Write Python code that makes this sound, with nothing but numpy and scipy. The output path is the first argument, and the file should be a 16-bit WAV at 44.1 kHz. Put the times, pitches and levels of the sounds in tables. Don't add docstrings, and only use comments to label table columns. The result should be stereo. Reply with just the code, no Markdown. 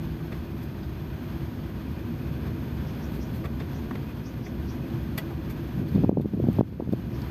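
import sys
import numpy as np
from scipy import signal
from scipy.fft import rfft, irfft
from scipy.io import wavfile
from scipy.ndimage import uniform_filter1d, minimum_filter1d

SR = 44100
rng = np.random.default_rng(int(sys.argv[2]) if len(sys.argv) > 2 else 0)


def put_to_file(sound):
    columns = np.atleast_2d(sound).T
    safe = np.clip(columns, -1, 1)
    whole_steps = np.round(safe * 32767)
    wavfile.write(sys.argv[1], SR, whole_steps.astype(np.int16))


N = 322322
TIME = np.arange(N) / SR
FREQ = np.arange(N // 2 + 1) * SR / N


def from_db(db):
    return 10 ** (np.asarray(db) / 20)


def unit_rms(x):
    return x / np.sqrt(np.mean(x ** 2) + 1e-20)


def over_time(curve):
    return np.interp(TIME, *np.transpose(curve))


def spectrum_curve(points, column=1):
    points = np.array(points)
    return np.interp(np.log(np.maximum(FREQ, 1)), np.log(points[:, 0]), points[:, column])


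def butter(x, hz, kind, order=2):
    return signal.sosfilt(signal.butter(order, hz, kind, fs=SR, output="sos"), x)


def drift(rate_hz):
    step = 40
    pole = np.exp(-2 * np.pi * step * rate_hz / SR)
    noise = rng.standard_normal(N // step + 2002)
    settled = signal.lfilter([1], [1, -2 * pole, pole * pole], noise)[2000:]
    return np.interp(np.arange(N) / step, np.arange(len(settled)), unit_rms(settled))


def resonance(x, hz, width_hz):
    r = np.exp(-np.pi * width_hz / SR)
    feedback = [1, -2 * r * np.cos(2 * np.pi * hz / SR), r * r]
    return signal.lfilter(np.array([1, 0, -1]) * (1 - r * r) / 2, feedback, x)


def swell(at, rise_s, fall_s):
    t = TIME - at
    return np.exp(-np.minimum(np.where(t < 0, (t / rise_s) ** 2, t / fall_s), 60))


def cab_noise(spectrum):
    # f/Hz, correlation/0-1
    likeness = [(50, 0.5), (130, 0.24), (290, 0.17), (640, 0), (1400, 0.04)]
    # f/Hz, width/Hz, gain/dB
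    cab_modes = [(200.7, 16, 6), (360, 6.3, 0.5), (536, 68, 5), (816, 110, -4), (952, 100, 4),
                 (1366, 72, -4.5), (1540, 310, 3), (2410, 113, 3.5), (3370, 210, 2.5), (3820, 330, -3.5),
                 (5700, 420, -5)]
    left, independent = rfft(rng.standard_normal((2, N))) * np.sqrt(SR / 2)
    alike = np.clip(spectrum_curve(likeness), 0, 1)
    right = alike * left + np.sqrt(1 - alike ** 2) * independent
    colour_db = sum(db / (1 + (2 * (FREQ - hz) / width) ** 2) for hz, width, db in cab_modes)
    gains = from_db([spectrum_curve(spectrum, 1) + colour_db, spectrum_curve(spectrum, 2)])
    return irfft(np.array([left, right]) * gains, N)


def road(shake_db, boom_db=0.08, flutter_db=0.86, patchy_db=0.86, hiss_follows=0.87):
    # f/Hz, left level/dB, right level/dB
    rumble_spectrum = [(20, -73, -100), (40, -82, -76), (60.3, -45, -71), (84, -50.5, -80), (133, -46, -63),
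                       (165.5, -50, -65), (179.5, -57.5, -67), (237.3, -49.5, -73.5), (294, -56.5, -89),
                       (310, -57.5, -73), (416, -62, -90), (463, -69, -83), (737, -75, -103),
                       (1490, -115, -125)]
    # f/Hz, left level/dB, right level/dB
    hiss_spectrum = [(352, -100.5, -110), (744, -71.5, -91), (973, -75.5, -95), (1396, -77.5, -96.5),
                     (2390, -83.5, -99.7), (3250, -85, -101.4), (4020, -86.5, -104.5), (4960, -91, -108.6),
                     (6720, -95.5, -110.1), (7000, -104.6, -118.2), (10750, -102.1, -116.6),
                     (12160, -89.5, -110.6), (14300, -93.5, -109.4), (15300, -105.4, -112.6)]
    # t/s, gain/dB
    hiss_level = [(0, 0.8), (1.3, 1.2), (2.2, -.5), (5.5, -0.24), (7.31, 0.2)]
    patches_db = patchy_db * drift(0.58)
    rumble = cab_noise(rumble_spectrum) * from_db(shake_db - 1.5 + patches_db + boom_db * drift(21))
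    hiss_db = over_time(hiss_level) + hiss_follows * shake_db + patches_db
    hiss = cab_noise(hiss_spectrum) * from_db(hiss_db + flutter_db * drift(15))
    return butter(rumble, 37, "high") + hiss


def hums(shake_db):
    # f/Hz, width/Hz, left level/dB, right level/dB
    tones = [(70.9, 14.2, -39.5, -44), (156.6, 4, -38.5, -77), (317, 2.3, -46, -76), (334.4, 8.1, -40, -70),
             (636, 6.2, -56.5, -77.5)]
    out = np.zeros((2, N))
    for hz, width_hz, left_db, right_db in tones:
        wander = drift(width_hz) + 1j * drift(width_hz)
        out += from_db([[left_db], [right_db]]) * np.real(wander * np.exp(2j * np.pi * hz * TIME))
    return out * from_db(shake_db)


def whir(hz=2500, width_hz=170, waver_db=4.0, right_db=-19):
    # t/s, level/dB
    level = [(0, -64), (1.4, -65), (2.0, -58.5), (2.7, -66), (3.2, -65), (7.31, -60)]
    band = resonance(rng.standard_normal((2, N)), hz, width_hz)
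    band = unit_rms(resonance(band, hz, width_hz))
    return band * from_db(over_time(level) + waver_db * drift(3.5)) * from_db([[0], [right_db]])


def chirps(sweep_hz=450, sweep_s=0.0177, rise_s=0.026, fall_s=0.023, right_db=-26):
    # t/s, level/dB, centre f/Hz
    events = [(2.89, -54, 5600), (3.044, -52, 5900), (3.231, -49.5, 5780), (3.765, -53.5, 5860),
              (4.271, -50, 5650), (4.461, -50.5, 5570), (4.703, -48.5, 5400), (7.152, -55, 5500)]
    rasp = unit_rms(butter(rng.standard_normal((2, N)), 750, "low", order=3))
    out = np.zeros(N)
    for at, db, centre_hz in events:
        pitch_hz = centre_hz + sweep_hz * np.tanh((TIME - at) / sweep_s)
        phase = 2 * np.pi * np.cumsum(pitch_hz) / SR
        band = rasp[0] * np.cos(phase) + rasp[1] * np.sin(phase)
        out += from_db(db) * swell(at, rise_s, fall_s) * band
    return out * from_db([[0], [right_db]])


def rattles(grain_db=1.5, own_ring_db=-9, own_width_hz=170, rise_share=0.62, right_db=-35):
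    # t/s, clatter level/dB, tick level/dB, the part's own f/Hz, spread/octaves, decay/s
    events = [(0.21, -42, -70, 1150, 0.47, .01), (0.327, -32.5, -70, 2050, 1.9, 0.016),
              (0.634, -60, -46.5, 4000, 1, 0.012), (0.835, -47.5, -66, 4660, 0.37, .008),
              (2.475, -39, -62, 1580, 1.2, 0.03), (3.15, -58, -52.5, 4000, 1, 0.079),
              (3.36, -57, -51, 4000, 1, 0.037), (3.452, -29, -56, 1180, 1.1, 0.015),
              (3.458, -44, -58, 2520, 0.53, 0.0057), (3.605, -30, -65, 1850, 2, 0.0094),
              (3.622, -39, -65, 1600, 1.6, 0.009), (3.912, -28.5, -68, 1170, 0.67, 0.0056),
              (3.957, -30, -70, 2060, 1.6, 0.0045), (4.467, -35.5, -68, 2140, 0.43, 0.0069),
              (5.1825, -25.5, -29.5, 2930, 1.64, 0.009), (5.312, -34, -65, 830, 0.72, 0.02),
              (5.507, -38.5, -43, 2200, 1.5, 0.014), (5.89, -52, -52, 4600, .3, 0.011),
              (5.955, -44, -53, 3600, 0.65, 0.0088), (6.217, -42.5, -44, 3500, 0.71, 0.0098),
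              (6.531, -61, -47, 4500, 1, 0.0058), (6.928, -40, -42, 3600, 1.3, 0.008),
              (7.219, -41, -68, 4600, 0.17, 0.0045)]
    # f/Hz, width/Hz, gain/dB
    modes = [(413, 42, 27.5), (708, 210, 12), (1160, 170, 9), (1370, 190, 5.5), (1650, 410, 3),
             (1980, 126, 9), (2160, 230, 3.5), (2690, 250, -0.5), (3230, 250, -4), (3640, 260, 1),
             (4520, 490, -5.5), (5330, 130, -13)]
    # f/Hz, relative level/dB
    tick_spectrum = [(2000, -49), (4500, -1), (7500, -3), (10000, -4), (12800, 10.5), (14600, 3),
                     (15600, -17)]
    contacts = rng.standard_normal(N) * from_db(grain_db * np.clip(drift(370), -2, 2))
    rings = np.array([(-1) ** k * from_db(db) * resonance(contacts, hz, width)
                      for k, (hz, width, db) in enumerate(modes)])
    tick = unit_rms(irfft(rfft(contacts) * from_db(spectrum_curve(tick_spectrum)), N))
    out = np.zeros(N)
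    for at, clatter_db, tick_db, pitch_hz, spread_octaves, fall_s in events:
        off_pitch = np.log2(np.array(modes)[:, 0] / pitch_hz) / spread_octaves
        nearby_rings = unit_rms(np.exp(-off_pitch ** 2 / 2) @ rings)
        own_ring = unit_rms(resonance(rng.standard_normal(N), pitch_hz, own_width_hz))
        clatter = unit_rms(nearby_rings + from_db(own_ring_db) * own_ring)
        envelope = swell(at, rise_share * fall_s, fall_s)
        out += envelope * (from_db(clatter_db) * clatter + from_db(tick_db) * tick)
    return out * from_db([[0], [right_db]])


def latch(seating_s=0.0016, right_db=-24):
    # t/s, level/dB
    snap = (5.183, -27.5)
    # f/Hz, relative level/dB, t60/s
    modes = [(654, -5, 0.12), (1286, -3, 0.061), (1653, -11, .07), (1970, 4, 0.057), (2480, -13, 0.091),
             (2812, -18, 0.062), (3320, -2, 0.057), (4550, -6, .045), (12796, -5, 0.037)]
    at, snap_db = snap
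    t = np.maximum(TIME - at, 0)
    tones = sum(from_db(db - np.minimum(60 * t / t60, 300)) * np.sin(2 * np.pi * hz * t)
                for hz, db, t60 in modes)
    return from_db(snap_db) * np.tanh(t / seating_s) * tones * from_db([[0], [right_db]])


def draught(brightening=0.43, neutral_db=-13, split_hz=380):
    # t/s, level/dB, half length/s
    gusts = [(5.819, -21, 0.053), (5.985, -19, 0.062), (6.147, -13, 0.12), (6.423, -15.5, 0.1),
             (6.67, -19, 0.12), (6.917, -20.5, 0.1), (7.112, -24, 0.054)]
    # f/Hz, relative level/dB
    turbulence = [(25, -42), (55, -11), (105, 5.5), (180, 2), (300, -6.5), (420, -13.5), (600, -28),
                  (900, -39), (1400, -56), (3000, -77), (6000, -93)]
    flow = sum(from_db(db) * np.exp(-np.minimum(((TIME - at) / half_s) ** 2, 60))
               for at, db, half_s in gusts)
    eddies = unit_rms(irfft(rfft(rng.standard_normal(N)) * from_db(spectrum_curve(turbulence)), N))
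    large = signal.sosfiltfilt(signal.butter(2, split_hz, fs=SR, output="sos"), eddies)
    small = (eddies - large) * (flow / from_db(neutral_db)) ** brightening
    return (large + small) * flow * np.array([[1], [0]])


def eddy(t, hz, swings, skew):
    return np.real(np.exp(1j * skew) / (1 - 2j * np.pi * hz * t / swings) ** swings)


def buffets(fray_db=-26, fray_s=0.0031, crack_db=-31, crack_hz=1450, hard_swings=1.33, hollow_db=-7):
    # t/s, level/dB, f/Hz, swings, port (0 left, 1 right)
    strikes = [(0.324, -19, 194, 2.7, 1), (0.492, -21, 158, 1.7, 1), (0.602, -24, 180, 1.4, 1),
               (3.193, -11, 190, 1.1, 1), (4.071, -23, 216, 3.4, 1), (5.592, -23, 268, 2.7, 1),
               (5.779, -12, 155, 6.9, 0), (5.796, -9, 148, 6.1, 0), (5.831, -11, 185, 11, 0),
               (5.951, -5.5, 210, 11, 0), (5.961, -2, 192, 7.6, 0), (5.981, -7, 288, 4.4, 0),
               (6.0376, -6, 337, 2.1, 0), (6.044, 6.5, 224, 2.4, 0), (6.048, -13, 720, 5.5, 0),
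               (6.094, 15.5, 306, 1.92, 0), (6.115, -8, 560, 6.8, 0), (6.122, -9, 330, 6.5, 0),
               (6.129, 4.5, 246, 5.9, 0), (6.1727, 7, 372, 3.3, 0), (6.182, 3, 250, 5.7, 0),
               (6.199, 4, 271, 3.3, 0), (6.208, -1, 290, 2.4, 0), (6.248, -2, 260, 4.4, 0),
               (6.258, 3, 277, 3.4, 0), (6.337, -3, 260, 5, 0), (6.347, -6.5, 213, 27, 0),
               (6.376, -5, 252, 8.8, 0), (6.401, -4.5, 400, 9.2, 0), (6.432, -15, 185, 7.6, 0),
               (6.441, -0.5, 255, 14, 0), (6.451, -6, 200, 9, 0), (6.472, -3.5, 230, 5.8, 0),
               (6.4872, 5, 208, 2.34, 0), (6.5, -4, 221, 8.8, 0), (6.587, -8, 490, 2.6, 0),
               (6.5921, 4.5, 222, 2.8, 0), (6.6101, 16.5, 335, 1.6, 0), (6.631, -0.5, 230, 4.5, 0),
               (6.726, -12, 320, 3.6, 0), (6.8, 1, 347, 3.9, 0), (6.806, -9, 620, 4.6, 0),
               (6.824, -4.5, 290, 7.5, 0), (6.875, -8, 290, 2.2, 0), (6.892, -4, 229, 4.4, 0),
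               (6.926, 0, 200, 7.3, 0), (6.9356, 2.5, 290, 3.3, 0), (6.996, -12.5, 180, 8.7, 0),
               (7.039, -18.5, 250, 2.7, 1)]
    out = np.zeros((2, N))
    small_eddies = unit_rms(butter(rng.standard_normal(N), [270, 720], "band", order=3))
    skews = rng.uniform(-np.pi / 2, np.pi / 2, len(strikes))
    for (at, db, hz, swings, port), skew in zip(strikes, skews):
        near = np.abs(TIME - at) < .04
        t = TIME[near] - at
        looseness = np.clip((swings - hard_swings) / 2, 0, 1)
        fray = from_db(fray_db) * looseness * swell(at, fray_s, fray_s)[near] * small_eddies[near]
        crack = from_db(crack_db) * (1 - looseness) ** 3 * eddy(t, crack_hz, swings=4, skew=0)
        out[int(port), near] += from_db(db) * (eddy(t, hz, swings, looseness * skew) + fray + crack)
    out += from_db(hollow_db) * resonance(out, hz=960, width_hz=260)
    out = butter(out, 125, "high")
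    return butter(out, 2300, "low")


def scene():
    # t/s, gain/dB
    shake = [(0, -0.5), (1.9, -1.15), (2.4, 0), (3.4, 0.9), (4.3, -1), (5.2, 0.85), (5.7, -1), (7.31, -0.5)]
    shake_db = over_time(shake)
    background = road(shake_db) + hums(shake_db) + whir()
    return background + rattles() + latch() + chirps() + draught() + buffets()


def limiter(x, ceiling_db=-1.5, release_db_per_s=25, hold_s=0.013, ramp_samples=161):
    over_db = np.maximum(20 * np.log10(np.abs(x) + 1e-9) - ceiling_db, 0)
    hold = 2 * int(hold_s * SR / 2) + 1
    held_db = -minimum_filter1d(-over_db, hold, origin=hold // 2)
    release_db = release_db_per_s * TIME
    cut_db = np.maximum.accumulate(held_db + release_db, axis=1) - release_db
    gain_db = uniform_filter1d(minimum_filter1d(-cut_db, ramp_samples), ramp_samples)
    return x * from_db(gain_db)


def record(dry):
    top_cut = signal.ellip(10, .2, 80, 15400, fs=SR, output="sos")
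    return signal.sosfilt(top_cut, limiter(dry))


dry = scene()
out = record(dry)
put_to_file(out)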